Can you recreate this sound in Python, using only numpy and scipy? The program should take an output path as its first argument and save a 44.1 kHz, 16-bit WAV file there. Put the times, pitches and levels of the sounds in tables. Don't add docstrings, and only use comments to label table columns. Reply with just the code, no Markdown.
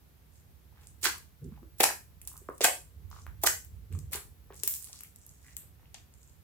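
import sys
import numpy as np
from scipy import signal
from scipy.fft import rfft, irfft, next_fast_len
from scipy.io import wavfile
from scipy.ndimage import uniform_filter1d

SR = 44100
rng = np.random.default_rng(int(sys.argv[2]) if len(sys.argv) > 2 else 0)


def how_loud(loudness_db):
    steps = np.asarray(loudness_db, float) / 20
    return 10 ** steps


def put_to_file(sound):
    columns = np.atleast_2d(sound).T
    safe = np.clip(columns, -1, 1)
    whole_steps = np.round(safe * 32767)
    wavfile.write(sys.argv[1], SR, whole_steps.astype(np.int16))


N = 283562


def unit(x):
    return x / np.sqrt(np.mean(x ** 2) + 1e-20)


def along(points, hz):
    point_hz, value = np.transpose(points)
    return np.interp(np.log(hz + 1), np.log(point_hz + 1), value)


def filtered(x, response):
    size = next_fast_len(N + SR // 2)
    return irfft(rfft(x, size) * response(np.fft.rfftfreq(size, 1 / SR)), size)[..., :N]


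def thin(x, corner_hz):
    return filtered(x, lambda hz: (1j * hz / (corner_hz + 1j * hz)) ** 2)


def rush(spectrum, alike):
    mid, side = filtered(rng.standard_normal((2, N)), lambda hz: how_loud(along(spectrum, hz)))
    turn = np.arccos(np.clip(alike, -1, 1)) / 2
    mid, side = np.cos(turn) * mid, np.sin(turn) * side
    return unit(np.array([mid + side, mid - side]))


def steady(x, hold_s):
    power = uniform_filter1d(np.mean(x ** 2, 0), int(hold_s * SR))
    return x / np.sqrt(np.abs(power) + 0.038)


def bursts(rows, rise, fade, bell, scatter_s, size):
    s, db, hz, pan_db, cycles = np.transpose(rows)[:, :, None]
    chance = rng.random((len(rows), 2))
    life_s = np.clip(cycles, 0.3, 12) / hz
    start_s = s - rise * life_s
    index = np.floor(start_s * SR).astype(int) + np.arange(size)
    out = []
    for sign in (1, -1):
        late_s = (sign < 0) * (0.00003 + scatter_s * chance[:, 1:])
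        t = np.maximum(index / SR - start_s - late_s, 0) / life_s
        shape = (1 - np.exp(-(t / rise) ** 2)) * np.exp(-fade * t - bell * t * t)
        wave = np.sin(2 * np.pi * (hz * life_s * t + chance[:, :1]))
        wave *= shape / shape.max(1, keepdims=True) * how_loud(db + sign * pan_db / 2)
        out.append(np.bincount(index.ravel(), wave.ravel(), N + size)[:N])
    return np.array(out)


def slime():
    tearing = tears(np.vstack([films(), swarms()]))
    direct = thin(tearing, 970) + thin(pops(), 180)
    return direct, thin(tears(bounces()), 1300)


def tears(rows):
    return how_loud(3) * bursts(rows, rise=0.45, fade=2.7, bell=2.3, scatter_s=0.00014, size=144)


def films():
    # (time [s], peak level [dB], pitch [Hz], left-right [dB])
    snaps = [(1.0317, -19.5, 7200, -7.5), (1.064, -17.5, 3380, -11), (1.8028, -2, 14290, -9),
             (1.8062, -9.5, 7500, 1), (1.8331, -2, 11200, -5), (1.8367, -11.5, 7540, 0.5),
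             (1.8399, -2.5, 8600, 2), (2.2745, -18.5, 12200, -2.5), (2.3678, -35.5, 9210, 0),
             (2.608, -19, 9900, -2), (2.6386, -10, 10830, 2), (2.6412, -5.5, 10900, 3),
             (2.6434, -2, 10500, -1.9), (1.044, -20.5, 14930, -1.5), (2.6451, -14.5, 6840, -1.5),
             (2.6516, -11, 10100, 0.5), (2.6518, -3, 4470, -10), (3.4316, -27.5, 14570, 3),
             (3.4346, -22.5, 8960, -1), (3.4372, -8, 13600, -0.5), (3.4692, -10.5, 10670, 1),
             (3.9897, -32.5, 9100, 7.5), (4.1235, -28, 10500, 5.5), (4.1332, -14.5, 12500, 5.5),
             (4.1575, -19.5, 10750, 0.5), (4.6346, -15, 7900, 7), (4.6353, -13, 11400, 8),
             (4.6756, -7, 14050, 8), (5.5675, -19.5, 14040, 5.5), (5.5677, -24, 8200, 5),
             (1.0422, -18.5, 7880, -0.5), (1.0447, -22.5, 7540, -0.5), (1.0462, -16, 11670, -1),
             (1.0472, -16.5, 13180, -2.5), (1.0549, -25.5, 7750, -4), (1.8075, -14.5, 12100, -3),
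             (1.8392, -6.5, 7700, -2.5), (1.8411, -10.5, 11930, -4.5), (2.6427, -7.5, 7490, 3.5),
             (2.6444, -3, 11900, -2), (3.4365, -14, 9780, 1.5), (3.4385, -9.5, 13800, -3.5),
             (3.4639, -7.5, 6500, -7), (3.4652, -9.5, 11330, -7.5), (3.4667, -8, 11800, -7.5),
             (3.4719, -4.5, 6900, 2), (3.4739, -5.5, 7570, -3), (4.6771, -4.5, 14130, -7),
             (4.6824, -24, 9100, 0), (4.6357, -20.5, 7300, -1)]
    # (time [s], peak level [dB], pitch [Hz], left-right [dB])
    ticks = [(.8712, -35, 9160, -6.5), (1.156, -48.5, 7390, -1.5), (1.1813, -38, 12110, 12.5),
             (1.4435, -51.5, 8120, -17), (2.2161, -33, 10320, -5.5), (2.252, -41, 7890, -5.5),
             (2.279, -30.5, 10620, -11), (2.3322, -36, 14910, -5), (2.3772, -33, 10710, -7),
             (2.4869, -48, 10190, -1), (2.5807, -34, 10410, 3.5), (3.1032, -39, 14520, 4.5),
             (3.114, -40.5, 5280, -2.5), (3.2659, -45.5, 13540, -13.5), (3.6481, -32.5, 13600, 3.5),
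             (3.9259, -41, 11590, 2), (4.5632, -41, 9530, 2), (4.8034, -41.5, 8780, -6),
             (4.8257, -31.5, 9550, -14), (4.844, -28, 10670, -7), (4.93, -28.5, 6420, -1),
             (4.9904, -37.5, 7550, 2), (5.0081, -28.5, 12460, 7), (5.0349, -29.5, 11930, 8),
             (5.1604, -34.5, 11100, 1), (5.265, -35.5, 12100, -8.5), (5.9438, -35.5, 6970, 15),
             (6.139, -45.5, 7380, -1), (6.2306, -46.5, 7340, -3), (6.2964, -50.5, 7100, 2.5)]
    snap_life_s, tick_life_s = 0.00019, 0.00029
    twin_db, twin_pitch = -16.5, 0.49
    rows = np.vstack([np.insert(snaps, 4, snap_life_s, axis=1), np.insert(ticks, 4, tick_life_s, axis=1)])
    twins = rows * [1, 1, twin_pitch, 1, 1] + [0, twin_db, 0, 0, 0]
    rows = np.vstack([rows, twins])
    return np.column_stack([rows[:, :4], rows[:, 4] * rows[:, 2]])


def swarms(count=110):
    # (start [s], length [s], grain level [dB], pitch [Hz], left-right [dB])
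    rips = [(1.027, 0.016, -43.5, 7650, -2), (1.038, 0.023, -26, 9800, -4), (1.048, .028, -35, 2830, -12),
            (1.057, .03, -51, 5000, -3.5), (1.804, .0098, -29, 3910, 5.6), (1.834, .012, -27, 6530, 4.5),
            (2.606, 0.034, -32.5, 5930, -5), (2.638, 0.02, -27.5, 10540, -8),
            (3.4345, 0.01, -33.5, 11140, 3), (3.459, 0.016, -31, 8330, -3.5),
            (3.461, .015, -44, 3070, -1.5), (4.128, .039, -37.5, 7190, -4),
            (3.4688, 0.0039, -30.5, 8200, -8.5), (4.929, 0.013, -66, 7100, 5.5),
            (1.0275, 0.015, -46, 9050, -3), (2.641, .014, -27, 2990, 3), (1.062, 0.013, -41.5, 3200, -1),
            (1.832, 0.0039, -29, 8850, -6.5), (2.2735, .014, -47.5, 12670, -1.5),
            (4.14, 0.045, -66, 2030, -1), (3.476, 0.029, -47, 2700, -4)]
    # (start [s], length [s], grain level [dB], pitch [Hz], cycles [1])
    peels = [(.319, 0.097, -68.5, 8430, 3.4), (.8, 0.065, -64, 9720, 2.1), (2.224, 0.4, -60.5, 10220, 3.9),
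             (2.283, 0.21, -72.5, 1620, 0.9), (3.11, 0.091, -57.5, 5890, 1.5),
             (3.19, 0.055, -67.5, 7080, 3.8), (3.916, 0.041, -58.5, 2430, 0.62),
             (3.92, 0.055, -68, 7960, 6.8), (4.532, 0.093, -56.5, 8850, 2.6),
             (4.628, 0.023, -62, 2440, 1.4), (4.677, 0.05, -35, 13500, 2),
             (4.705, 0.064, -35.5, 13780, 2.1), (4.76, 0.15, -45.5, 11500, 1.6),
             (4.87, .22, -50.5, 9880, 1.7), (4.849, 0.22, -75, 1296, 1.56), (5.148, 0.26, -60, 8060, 4.1),
             (5.41, 0.14, -58.5, 7900, 2.35), (5.43, 0.072, -76.5, 1910, 5.5),
             (5.48, 0.049, -77, 2200, 5.1), (5.9435, 0.0088, -57.5, 3580, 2.47),
             (5.03, 0.026, -69, 2500, 3.2), (4.93, 0.08, -60, 5000, 3.6), (5.57, .07, -70, 3040, 2.1),
             (5.751, 0.16, -80, 2474, 2.3), (6.117, 0.25, -73, 7500, 8)]
    pulls = [
        1.032,
        1.801,
        3.434,
        4.132,
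    ]
    # (length [s], grain level [dB], pitch [Hz], left-right [dB], cycles [1])
    strain = [
        (0.02, -48.5, 20000, -5.2, 1.7),
        (0.0053, -47, 20000, -2.3, 1.3),
    ]
    # (start [s], length [s], grain level [dB], pitch [Hz])
    rustles = [(0.746, .11, -65, 1500), (1.514, 0.07, -67.5, 1190), (3.112, 0.073, -68, 1800),
               (4.125, 0.058, -48, 1100), (4.495, .05, -63, 1000), (5.618, 0.035, -78, 1494),
               (5.952, 0.061, -72.5, 984)]
    rip_cycles, peel_pan_db = 1.06, -1.5
    rustle_pan_db, rustle_cycles = -0.8, 1.2
    rows = np.vstack([
        np.insert(rips, 5, rip_cycles, axis=1),
        np.insert(peels, 4, peel_pan_db, axis=1),
        [(s - row[0], *row) for s in pulls for row in strain],
        [(*row, rustle_pan_db, rustle_cycles) for row in rustles]])
    s, length_s, db, hz, pan_db, cycles = rows.T[:, :, None]
    when, size, pitch, side = np.moveaxis(rng.random((len(rows), count, 4)), 2, 0)
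    spread_octaves = 2.8 / np.maximum(cycles, 1)
    grain_hz = np.minimum(hz * 2 ** (spread_octaves * (pitch - 0.5)), 16000)
    swell_db = 3.0 * np.log(np.sin(np.pi * when) + 0.033)
    grain_db = db - 3.7 * np.log(size + 0.0052) + swell_db
    grains = [s + length_s * when, grain_db, grain_hz, pan_db + 7 * (side - 0.5), cycles + 0 * when]
    return np.reshape(grains, (len(grains), -1)).T


def pops():
    # (time [s], peak level [dB], pitch [Hz], cycles [1])
    holes = [(1.0456, -23, 1800, 3.9), (1.0635, -27.5, 940, 3.2), (1.0553, -13.5, 1500, 3.7),
             (1.0645, -32, 376, 3.5), (1.071, -30, 1497, 0.83), (1.8008, -24, 1500, 1.3),
             (1.8035, -19.5, 765, 8.2), (1.8046, -15.5, 416.7, 2.1), (1.8095, -33, 2420, 2.8),
             (1.835, -22.5, 1614, 11), (1.8378, -12.5, 837, 4), (1.8402, -15.5, 2410, 7.3),
             (1.8545, -18.5, 849, 2.1), (2.4881, -27.5, 1165, 3.5), (2.4905, -25, 414, 1.7),
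             (2.6075, -23, 612, 2.4), (2.611, -21, 457.4, 3.5), (2.6382, -27, 1510, 2.2),
             (2.6465, -14, 1523, 2.7), (2.6526, -16.5, 739, 5.3), (3.2664, -32, 1402, 1.6),
             (3.4367, -19.5, 734, 3), (3.4375, -29.5, 381, 6.1), (3.4424, -24, 730, 4.3),
             (3.4454, -21, 1180, 3.8), (3.4693, -22, 1963, 3.6), (3.4732, -12.5, 1663, 2.7),
             (4.156, -48, 900, 6), (4.1328, -31, 2160, 4.3), (4.1506, -36, 403, 4),
             (1.0665, -29.5, 1404, 4), (1.8033, -24.5, 1832, 3.8), (1.8029, -23.5, 2536, 11),
             (1.8158, -27.5, 512.5, 2.3), (1.8414, -22, 1770, 5), (1.8896, -24.5, 1864, 3.5),
             (1.9016, -27, 1651, 5), (1.9078, -29.5, 872, 3.8), (2.6416, -26, 2983, 4.9),
             (2.6458, -15, 2696, 4), (2.6444, -20, 3653, 5), (2.6473, -15, 773, 3), (2.6836, -21, 623, 2.1),
             (2.6852, -26, 2153, 4), (3.4361, -24.5, 2015, 2), (3.4643, -25.5, 3075, 3.5),
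             (3.4676, -27, 770, 3), (4.1474, -34.5, 1020, 2.2), (4.1524, -39, 950, 3.9),
             (4.1676, -53, 1850, 4)]
    # (time [s], peak level [dB], pitch [Hz])
    blips = [(.7255, -57, 910), (.79, -57, 874), (1.033, -42, 377), (1.1418, -40, 990),
             (3.188, -46.5, 1103), (4.5048, -45, 760), (1.5762, -49.5, 830), (1.6299, -42, 320),
             (2.2156, -47.5, 2560), (2.2703, -56, 820), (2.3165, -50, 1080), (2.3405, -47.5, 1058),
             (2.3585, -47, 1200), (2.4168, -49, 382), (2.5005, -45.5, 994), (3.114, -42, 1096),
             (3.1287, -40, 1190), (3.1648, -42, 1150), (3.926, -47.5, 2415), (3.9508, -47, 1160),
             (4.1194, -48, 566), (.8332, -59.5, 839), (4.5045, -45.5, 1086), (4.51, -50.5, 1890),
             (4.5062, -40.5, 410), (4.6375, -40, 401), (4.8974, -53.5, 762), (5.4706, -61, 1850),
             (5.9441, -44, 2300), (5.944, -45.5, 780), (1.142, -42, 1780), (4.872, -54, 1130),
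             (4.9088, -62, 732), (4.9357, -62, 1250), (4.9422, -54, 1200), (4.943, -62, 2970),
             (5.0076, -48, 2670), (5.0076, -52.5, 1210), (5.4558, -64, 1040), (5.4652, -49, 2040),
             (5.4832, -48, 1940), (5.4854, -54, 2840), (5.4889, -54, 1900), (5.4927, -53, 1940),
             (5.635, -63, 513), (5.7958, -61, 1815), (5.7968, -58, 820), (5.8295, -61, 1714),
             (5.8314, -60.5, 947), (5.8512, -63, 820), (5.8566, -51.5, 2630), (5.958, -61, 990),
             (5.983, -48, 2600), (1.522, -55, 1110), (1.541, -58, 2500), (1.63, -52.5, 1160)]
    blip_cycles = 3.6
    rows = np.vstack([holes, np.insert(blips, 3, blip_cycles, axis=1)])
    pan_db = rng.normal(-0.42, 1.3, len(rows))
    rows = np.insert(rows, 3, pan_db, axis=1)
    return how_loud(-0.5) * bursts(rows, rise=0.14, fade=2.2, bell=0.079, scatter_s=0.00008, size=2048)


def bounces():
    # (delay [s], level [dB])
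    paths = [(.001, -10), (.0022, -9.5), (.0033, -17), (.0048, -12.5)]
    rows = films()
    jitter = rng.uniform(-1.2, 1, (len(rows), len(paths), 5)) * [0.00025, 6, 496.5, 10, 0]
    return (rows[:, None] + np.pad(paths, ((0, 0), (0, 3))) + jitter).reshape(-1, 5)


def table():
    # (time [s], boom level [dB])
    rumble = [(0.0, -62), (1.141, -55.5), (1.401, -62.5), (1.449, -49.5), (1.92, -60), (2.311, -54.5),
              (2.701, -62.5), (3.081, -46), (3.19, -54.5), (3.26, -45.5), (3.65, -56), (3.74, -44.5),
              (3.89, -52.5), (3.94, -44), (4.191, -53.5), (5.07, -62.5), (5.53, -57), (6.43, -60.5)]
    # (frequency [Hz], density [dB per Hz])
    boom_spectrum = [(25, -31.5), (42, -3), (58, 16.5), (85, 12.5), (110, 6.5), (150, -46.5)]
    # (frequency [Hz], density [dB per Hz])
    drag_spectrum = [(90, -32), (135, 12), (190, 0), (330, -10.5), (480, -11), (800, -63.5)]
    # (start [s], length [s], peak level [dB], pitch [Hz])
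    shudders = [(3.897, 0.051, -39.5, 90.5), (3.931, 0.054, -27.5, 88.3), (4.016, .04, -41, 89),
                (4.066, 0.041, -39.5, 83), (1.419, 0.023, -43.5, 130), (1.438, .022, -40.5, 126),
                (1.484, 0.013, -42, 129), (1.44, 0.027, -46.5, 386), (1.448, 0.0365, -44, 249),
                (1.473, 0.02, -49, 345), (1.514, 0.025, -44, 214), (1.618, 0.019, -50.5, 242)]
    drag_db, drag_grows = -65.5, 0.47
    t = np.arange(N) / SR
    boom_db = np.interp(t, *np.transpose(rumble))
    boom = how_loud(boom_db + [[-2.5], [2.5]]) * steady(rush(boom_spectrum, 0.72), hold_s=0.11)
    resting = how_loud(drag_db + drag_grows * (boom_db - boom_db.mean()))
    drag_gain = np.hypot(resting, shoves(t)) * how_loud([[-0.4], [0.4]])
    drag = drag_gain * steady(rush(drag_spectrum, 0.85), hold_s=0.3)
    shake = np.zeros(N)
    for start_s, length_s, db, hz in shudders:
        swell = np.sin(np.pi * np.clip((t - start_s) / length_s, 0, 1)) ** 0.82
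        shake += how_loud(db) * swell * np.sin(2 * np.pi * hz * (t - start_s))
    return boom + drag + how_loud([[-2.2], [2.2]]) * shake


def shoves(t):
    # (start [s], hold [s], drag level [dB])
    pushes = [
        (1.406, 0.054, -45),
        (3.888, 0.074, -45.5),
        (4.09, 0.014, -52),
        (4.54, 0.024, -62),
    ]
    attack_s, fade_db_per_s = 0.023, 188.5
    gain = np.zeros(len(t))
    for s, hold_s, db in pushes:
        fading_s = np.maximum(t - s - attack_s - hold_s, 0)
        gain += how_loud(db - fade_db_per_s * fading_s) * np.clip((t - s) / attack_s, 0, 1)
    return gain


def room(x, gap_s=0.006, swell_s=0.00083, count=12):
    # (frequency [Hz], t60 [s])
    decay = [(250, 0.32), (660, 0.23), (4500, 0.28), (12000, 0.31)]
    # (frequency [Hz], level [dB])
    wet_colour = [(200, -3), (600, -2.5), (2000, -1.5), (6000, 0), (12000, -1), (15600, -0.5),
                  (16200, -32.5)]
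    out, step = np.zeros((2, N + SR)), N // count + 1
    for k in range(count):
        hz, t, z = signal.stft(rng.standard_normal((2, SR // 2)), SR, nperseg=256)
        tail = signal.istft(z * how_loud(-60 * t / along(decay, hz)[:, None]), SR, nperseg=256)[1]
        size = tail.shape[1]
        lines = rfft(tail)
        power = np.abs(uniform_filter1d(np.abs(lines) ** 2, size=70))
        tail = irfft(lines / np.sqrt(power + 1e-9), size)
        tail *= np.clip(np.linspace(8, -2, size), 0, 1)
        tail *= 1 - np.exp(-np.maximum(np.arange(size) / SR - gap_s, 0) / swell_s)
        stretch = x[None, k * step:][:, :step]
        wet = signal.fftconvolve(stretch, tail / np.linalg.norm(tail[0]), axes=1)
        out[:, k * step:][:, :wet.shape[1]] += wet
    left, right = out[:, :N]
    mid = (left + right) / 2
    side = filtered(left - right, lambda hz: 0.5 * hz / np.hypot(hz, 450))
    return how_loud(1.0) * filtered(np.array([mid + side, mid - side]), lambda hz: how_loud(along(wet_colour, hz)))


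def scene():
    direct, bounced = slime()
    return direct + bounced + room(direct.mean(0)) + table()


def roll_off(x):
    return signal.sosfilt(signal.butter(12, 17100, fs=SR, output="sos"), x)


def record(dry):
    # (frequency [Hz], density [dB per Hz])
    hiss = [(250, -10), (500, -14.5), (1300, -19), (7500, -27), (10000, -26.5), (12500, -19), (15600, -23),
            (16100, -44)]
    port_hz, port_width_hz, top_hz, ceiling = 7600, 1400, 16700, 0.54

    def port(hz):
        damping = 1j * hz * port_width_hz
        return 1 + 0.47 * damping / (port_hz ** 2 - hz * hz + damping)

    loud = filtered(dry, port)
    rounded = loud / (1 + np.abs(loud / ceiling) ** 4) ** (1 / 4)
    soft = filtered(rounded, lambda hz: hz < top_hz)
    return roll_off(soft + how_loud(-66.0) * rush(hiss, 0.02))


dry = scene()
out = record(dry)
put_to_file(out)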